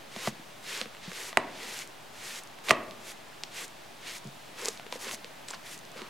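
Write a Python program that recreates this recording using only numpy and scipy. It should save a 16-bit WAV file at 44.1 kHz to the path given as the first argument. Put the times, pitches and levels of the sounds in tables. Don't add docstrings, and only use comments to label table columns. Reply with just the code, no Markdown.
import sys
import numpy as np
from scipy import signal
from scipy.fft import rfft, irfft
from scipy.io import wavfile
from scipy.ndimage import uniform_filter1d

SR = 44100
rng = np.random.default_rng(int(sys.argv[2]) if len(sys.argv) > 2 else 0)


def generate_wav(signal):
    frames = np.transpose(np.atleast_2d(signal))
    scaled = np.clip(frames, -1, 1) * 32767
    pcm = np.round(scaled).astype(np.int16)
    wavfile.write(sys.argv[1], SR, pcm)


N = 268721

# frequency_hz, level_db
TONE_SPECTRUM = [(15, -40), (25, -18), (64, -21), (108, -6), (400, -5), (470, -8), (630, -2), (900, -5),
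                 (1200, -8), (3500, -12), (5500, -18), (16000, -27)]
# frequency_hz, correlation
TONE_CORRELATION = [(60, 0.98), (130, 0.81), (300, 0.23), (640, 0.12), (3000, 0.74), (7000, 0.61),
                    (15000, 0.032)]
# centre_hz, t60_s, level_db, correlation
REVERB_BANDS = [(138, 0.83, -27.5, 1), (230, 1, -24, 0.96), (450, 0.58, -25, 0.87),
                (940, 0.54, -22.5, 0.94), (2130, 0.51, -27, 0.9), (4140, 0.23, -20, 0.8),
                (7740, 0.096, -19, 1)]
# start_s, level_db, pitch_hz, relative_floor_thump_db
SOFT_CONTACTS = [(.169, -35, 218, -13), (0.275, -22.5, 136, 2.5), (0.323, -32, 201, -7),
                 (0.395, -36.5, 252, -24.5), (0.814, -28.5, 516, -3), (.8567, -34.5, 483, 0),
                 (1.078, -25, 178, -17), (1.118, -37, 480, -15), (2.709, -24.5, 143, -22),
                 (4.253, -26, 176, -12), (4.266, -25.5, 147, -8), (4.281, -36, 149, -15),
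                 (4.63, -33, 455, -22), (4.657, -31.5, 437, -20), (4.683, -22, 446, -31),
                 (4.797, -35.5, 695, -20), (4.864, -36, 437, -16), (4.925, -30, 500, -18),
                 (4.956, -28.5, 502, -20), (5.069, -33, 404, -9), (5.135, -34.5, 666, 0.5),
                 (5.566, -39, 162, -10), (5.245, -36.5, 476, -18), (5.96, -37, 520, -1),
                 (6.017, -32.5, 366, -2)]
# start_s, level_db, tilt_db_per_octave, room_send_db
WOOD_KNOCKS = [(.161, -30, -6.5, -6), (0.2731, -16.5, -2.5, -23), (1.328, -33, 4.5, -6.5),
               (1.3718, -9.5, 1, 0.5), (2.696, -19.5, -3, -9), (2.7086, -8, 0.5, 2.5)]
# pitch_hz, level_db, t60_s
WOOD_MODES = [(206.5, -12.5, 0.056), (349, -12, 0.054), (675, 2, 0.018), (863, -9.5, 0.045),
              (1205, -3, 0.017), (1985, -14.5, 0.043)]
# start_s, level_db, pitch_hz
PIN_PINGS = [(4.926, -32, 990), (5.486, -33.5, 7770), (5.508, -38, 7460), (5.51, -41, 990),
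             (5.536, -35, 1520), (5.54, -36.5, 930)]
# lift_s, pull_s, rise_s, fade_s, hiss_db, swell_db,
# relative_fizz_db, fizz_rise_db, relative_rumble_db
BRUSH_STROKES = [(0.283, 0.16, 0.029, 0.027, -49, 12, -5.5, 7, -4.5),
                 (.81, .11, 0.074, 0.05, -38, 0.5, -7, -6, -8.5),
                 (1.08, 0.041, 0.034, 0.046, -46.5, -3.5, -29, 6, -6),
                 (1.287, .125, 0.088, .05, -40, -0.5, -5.5, 7, -6),
                 (1.74, 0.12, 0.15, 0.038, -43, 1, -9.5, 14, -6),
                 (1.824, 0.055, 0.029, 0.045, -41, -1, -3, -1, -15),
                 (2.39, .11, 0.15, .03, -41, -4.5, -3, 5.5, -7.5),
                 (2.696, 0.014, 0.043, 0.014, -39.5, 9.5, -2.5, -7, -1),
                 (3.118, 0.043, 0.069, .025, -44.5, -2.5, -1.5, 6, -7),
                 (3.647, 0.073, 0.062, 0.021, -38.5, -2, -6.5, 7, -9),
                 (4.17, 0.091, 0.069, .03, -41.5, -4, -5.5, 13, -10),
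                 (4.689, 0.096, 0.035, 0.014, -41, 3, -7, 7, -2.5),
                 (4.76, 0.057, .01, 0.065, -58, -4, 9, 0, -16),
                 (4.96, 0.032, 0.027, .03, -46, 1, -4.5, 4, -8),
                 (5.089, 0.071, 0.029, 0.035, -42.5, 4.5, -2, -11, -3),
                 (5.147, .03, 0.032, 0.016, -43, -0.5, 1, 10, -5.5),
                 (5.52, 0.034, 0.012, 0.038, -48.5, -1, -3, -8, -12),
                 (5.549, 0.013, .006, .012, -45, 0, -24, 0, -9),
                 (5.745, 0.079, 0.039, 0.044, -45.5, -3, -1, 8.5, -18),
                 (6.07, 0.092, 0.036, 0.046, -48.5, -11, -17, -1, 5.5)]
# centre_hz, width_hz, level_db
HISS_BANDS = [(2060, 1370, -2.5), (3290, 3100, -3.5)]
FIZZ_BANDS = [(6080, 5350, 15.5), (10100, 3900, 3.5)]
RUMBLE_BANDS = [(490, 250, 5.5), (1110, 1260, 4.5)]
# time_s, level_db, pitch_hz, left_minus_right_db
STATIC_SNAPS = [(.1635, -24.5, 2900, -1.5), (.2741, -15.5, 2880, -3), (.2766, -23, 2900, 4),
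                (.8145, -13.5, 3180, -3.5), (.858, -26, 1900, 0), (.9493, -31, 1800, -1),
                (.9684, -34, 3000, 0), (1.1175, -24.5, 1700, -3), (1.3295, -26.5, 2720, -1),
                (1.3723, -0.5, 1840, -4), (1.3738, -21, 3980, 19), (1.8754, -31, 7800, 1.6),
                (2.4361, -29, 8500, .4), (2.4398, -40, 7200, -.6), (2.4741, -34, 6560, 3),
                (2.5879, -31, 2285, -3), (2.6863, -14, 1900, -1), (2.6888, -16, 2600, -7),
                (2.6947, -10, 3300, -5), (2.7037, -16, 2300, -9), (2.707, -8, 2090, -1.6),
                (2.7085, 4.5, 1750, -3), (2.7128, -11, 2300, 0), (2.7137, -14.5, 6500, -8),
                (2.768, -40, 7000, 0), (2.837, -38, 8950, 0), (2.9103, -28.5, 3480, -4),
                (3.436, -16, 4200, 2), (3.4395, -26.5, 3000, 1.6), (3.545, -32, 9000, 0),
                (3.6808, -31.5, 7550, -2), (4.1786, -29, 7400, 0), (4.183, -30, 6840, 0),
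                (4.2447, -38, 6600, -.6), (4.2732, -33.5, 6200, 2), (4.6168, -25, 6550, 0),
                (4.648, -22, 6600, 6), (4.6515, -22, 6860, 4), (4.6574, -11, 5700, -1),
                (4.6756, -29, 5900, -3), (4.68, -28, 4800, 5), (4.6846, -11.5, 6400, -2),
                (4.688, -15, 5900, 1), (4.775, -28.5, 3900, 0), (4.7977, -26.5, 2440, -.8),
                (4.8662, -29, 2500, 1.5), (4.9254, -17.5, 3340, 2), (4.9634, -32, 3230, -2),
                (5.0939, -21.5, 2120, -2), (5.1128, -18, 2980, 0), (5.142, -26.5, 6160, .4),
                (5.1457, -28, 5700, .5), (5.2454, -23.5, 3300, -1.4), (5.4812, -35, 8900, -1),
                (5.485, -24, 4340, 3), (5.4876, -30, 7260, -2), (5.5055, -23, 5160, .4),
                (5.5094, -26, 6500, 2), (5.7777, -29, 7600, -1), (5.7905, -31.5, 7600, 3),
                (5.8525, -34, 5360, -0.5), (5.9178, -36, 6700, .8), (6.0188, -26.5, 2680, -5)]
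# pitch_hz, level_db, t60_s
SNAP_RESONANCES = [(433, -0.5, 0.064), (676, 2.5, 0.016), (1120, -63, 0.008), (3150, 4, 0.0049),
                   (7200, -14, 0.0074)]


def undb(db):
    return 10 ** (np.asarray(db) / 20)


def unit(x):
    return x / np.sqrt(np.mean(x ** 2))


def band(x, hz, width_hz):
    return signal.lfilter(*signal.iirpeak(min(hz, .45 * SR), hz / width_hz, fs=SR), x)


def drift(rate_hz):
    hold = int(SR / rate_hz)
    steps = np.repeat(rng.standard_normal(N // hold + 1), hold)
    return 1.4 * uniform_filter1d(uniform_filter1d(steps, hold), hold)[:N]


def stereo_noise(correlation, size):
    mid, side = rng.standard_normal((2, size))
    return np.sqrt((1 + correlation) / 2) * mid + np.sqrt((1 - correlation) / 2) * np.array([side, -side])


def add(track, start_s, piece):
    i = int(start_s * SR)
    track[..., i:i + piece.shape[-1]] += piece[..., :N - i]


def ring(hz, t60_s, size):
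    t = np.arange(size) / SR
    return np.sin(2 * np.pi * hz * t) * np.exp(-np.log(1000) * t / max(t60_s, .002))


def room_tone(level_db=-48.5, swell_db=.3, flicker_db=.5):
    hz = np.maximum(np.fft.rfftfreq(N, 1 / SR), 1)
    tone, coherence = np.array(TONE_SPECTRUM), np.array(TONE_CORRELATION)
    shape = undb(np.interp(np.log(hz), np.log(tone[:, 0]), tone[:, 1]))
    alike = np.interp(np.log(hz), np.log(coherence[:, 0]), coherence[:, 1])
    mid, side = rfft(rng.standard_normal((2, N)))
    spectrum = shape * (np.sqrt(1 + alike) * mid + np.sqrt(1 - alike) * np.array([side, -side]))
    out, swell = 0, swell_db * drift(.48)
    for octave in range(4, 15):
        share = np.clip(1 - np.abs(np.log2(hz) - octave), 0, 1)
        out = out + irfft(spectrum * share, N) * undb(swell + flicker_db * drift(5.12))
    return unit(out) * undb(level_db)


def reverberation(x, gap_s=.0039):
    t = np.arange(SR) / SR
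    onset = np.clip(t / gap_s - 1, 0, 1)
    response = 0
    for hz, t60, db, correlation in REVERB_BANDS:
        noise = band(band(stereo_noise(correlation, SR), hz, hz), hz, hz)
        decay = noise * np.exp(-np.log(1000) * t / t60)
        response = response + undb(db) * decay / np.sqrt(np.sum(decay ** 2) / 2) * onset
    return signal.fftconvolve(x.mean(axis=0)[None], response, axes=1)[:, :N]


def impacts(lag_cycles=.55, thump_hz=217, thump_t60_s=.068, soft_send_db=-12.5):
    modes = []
    for s, db, tilt, send_db in WOOD_KNOCKS:
        for hz, mode_db, t60 in WOOD_MODES:
            hardness_db = tilt * np.log2(hz / 675)
            modes.append((s + lag_cycles / hz, db + mode_db + hardness_db, hz, t60, send_db))
    for s, db, hz, thump_db in SOFT_CONTACTS:
        t60 = .037 * (500 / hz) ** .61
        modes.append((s, db, hz, t60, soft_send_db))
        modes.append((s + lag_cycles / thump_hz, db + thump_db, thump_hz, thump_t60_s, soft_send_db))
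    direct, room_send = np.zeros((2, N))
    t = np.arange(8192) / SR
    for s, db, hz, t60, send_db in modes:
        rounded_onset = 1 - np.exp(-6 * hz * t)
        vibration = undb(db) * ring(hz, t60, len(t)) * rounded_onset
        add(direct, s, vibration)
        add(room_send, s, undb(send_db) * vibration)
    return direct, room_send


def pings(t60_s=.03, roughness=.76):
    out = np.zeros(N)
    for s, db, hz in PIN_PINGS:
        add(out, s, undb(db) * ring(hz, t60_s, 4096))
    return out * (1 + roughness * drift(600))


def stroke_envelopes(touch_db=-14.5, lift_db=-19.5, rumble_rise_db=3):
    gains = np.full((3, N), 1e-6)
    for lift_s, pull_s, rise_s, fade_s, db, swell_db, fizz_db, fizz_rise_db, rumble_db in BRUSH_STROKES:
        corners_s = lift_s + np.array([-pull_s - rise_s, -pull_s, 0, fade_s])
        touch_s = corners_s[0]
        t = np.arange(touch_s, corners_s[-1], 1 / SR)
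        hiss_db = db + np.interp(t, corners_s, [touch_db, 0, swell_db, swell_db + lift_db])
        along = np.minimum((t - touch_s) / (lift_s - touch_s), 1) - .5
        colour_db = np.array([0 * t, fizz_db + fizz_rise_db * along, rumble_db + rumble_rise_db * along])
        add(gains, touch_s, undb(hiss_db + colour_db))
    return gains


def bristle_friction(gains, scatter_db=2.5, flicker_db=1.2):
    ticks = stereo_noise(correlation=.92, size=N)
    ticks *= undb(scatter_db * np.minimum(rng.exponential(size=N), 5))
    out = 0
    for bands, gain in zip((HISS_BANDS, FIZZ_BANDS, RUMBLE_BANDS), gains):
        noise = sum(undb(db) * band(band(ticks, hz, width), hz, 2 * width) for hz, width, db in bands)
        out = out + unit(noise) * gain * undb(flicker_db * drift(40))
    return out


def stray_crackles(hiss_gain, per_s=30, above_hiss_db=4.5, scatter_db=3, centre_hz=4900):
    when, strength, pitch, pan = rng.random((int(per_s * N / SR), 4)).T
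    time_s = .01 + when * (N / SR - .02)
    hiss_db = 20 * np.log10(hiss_gain[(time_s * SR).astype(int)])
    level_db = hiss_db + above_hiss_db - scatter_db * np.log(1 - strength)
    return list(zip(time_s, level_db, centre_hz * 2 ** (pitch - .5), 4 * (pan - .5)))


def static_discharges(events, spark_s=.00011, edge_db=-10, edge_hz=8000, edge_s=.00005, fuzz_s=.001):
    resonances = [undb(db) * ring(hz, t60, 4096) for hz, db, t60 in SNAP_RESONANCES]
    after_ring = undb(-14.5) * np.mean(resonances, axis=0)
    t = np.arange(-64, 448) / SR
    edge = -undb(edge_db) * np.sin(2 * np.pi * edge_hz * t) * np.exp(-(t / edge_s) ** 2 / 2)
    out = np.zeros((2, N))
    for s, db, hz, pan_db in events:
        width_s = spark_s * np.sqrt(3000 / hz)
        pulse = -np.sin(2 * np.pi * hz * t) * np.exp(-(t / width_s) ** 2 / 2)
        noise = unit(band(rng.standard_normal(len(t)), hz, hz))
        fuzz = (t > 0) * np.exp(-np.abs(t) / fuzz_s) * noise
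        fuzz_db = -14 + .27 * db + 2.5 * np.log2(hz / 3000)
        sides = undb(db + np.array([[pan_db], [-pan_db]]) / 2)
        add(out, s + t[0], sides * (pulse + edge + undb(fuzz_db) * fuzz))
        add(out, s, sides * after_ring)
    return out


def scene(passband_hz=(310, 11200), low_cut_hz=80):
    gains = stroke_envelopes()
    fur = bristle_friction(gains)
    fur += static_discharges(STATIC_SNAPS + stray_crackles(gains[0]))
    fur += pings()
    contacts, room_send = impacts()
    mix = fur + contacts + reverberation(fur + room_send)
    mix = signal.sosfilt(signal.butter(1, passband_hz, "bandpass", fs=SR, output="sos"), mix)
    mix = signal.sosfilt(signal.butter(4, low_cut_hz, "highpass", fs=SR, output="sos"), mix)
    return mix + room_tone()


def record(dry, top_hz=15900, dc_offset=-.0017):
    lowpass = signal.ellip(12, .2, 90, top_hz, fs=SR, output="sos")
    return signal.sosfilt(lowpass, np.clip(dry, -1, 1)) + dc_offset


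dry = scene()
out = record(dry)
generate_wav(out)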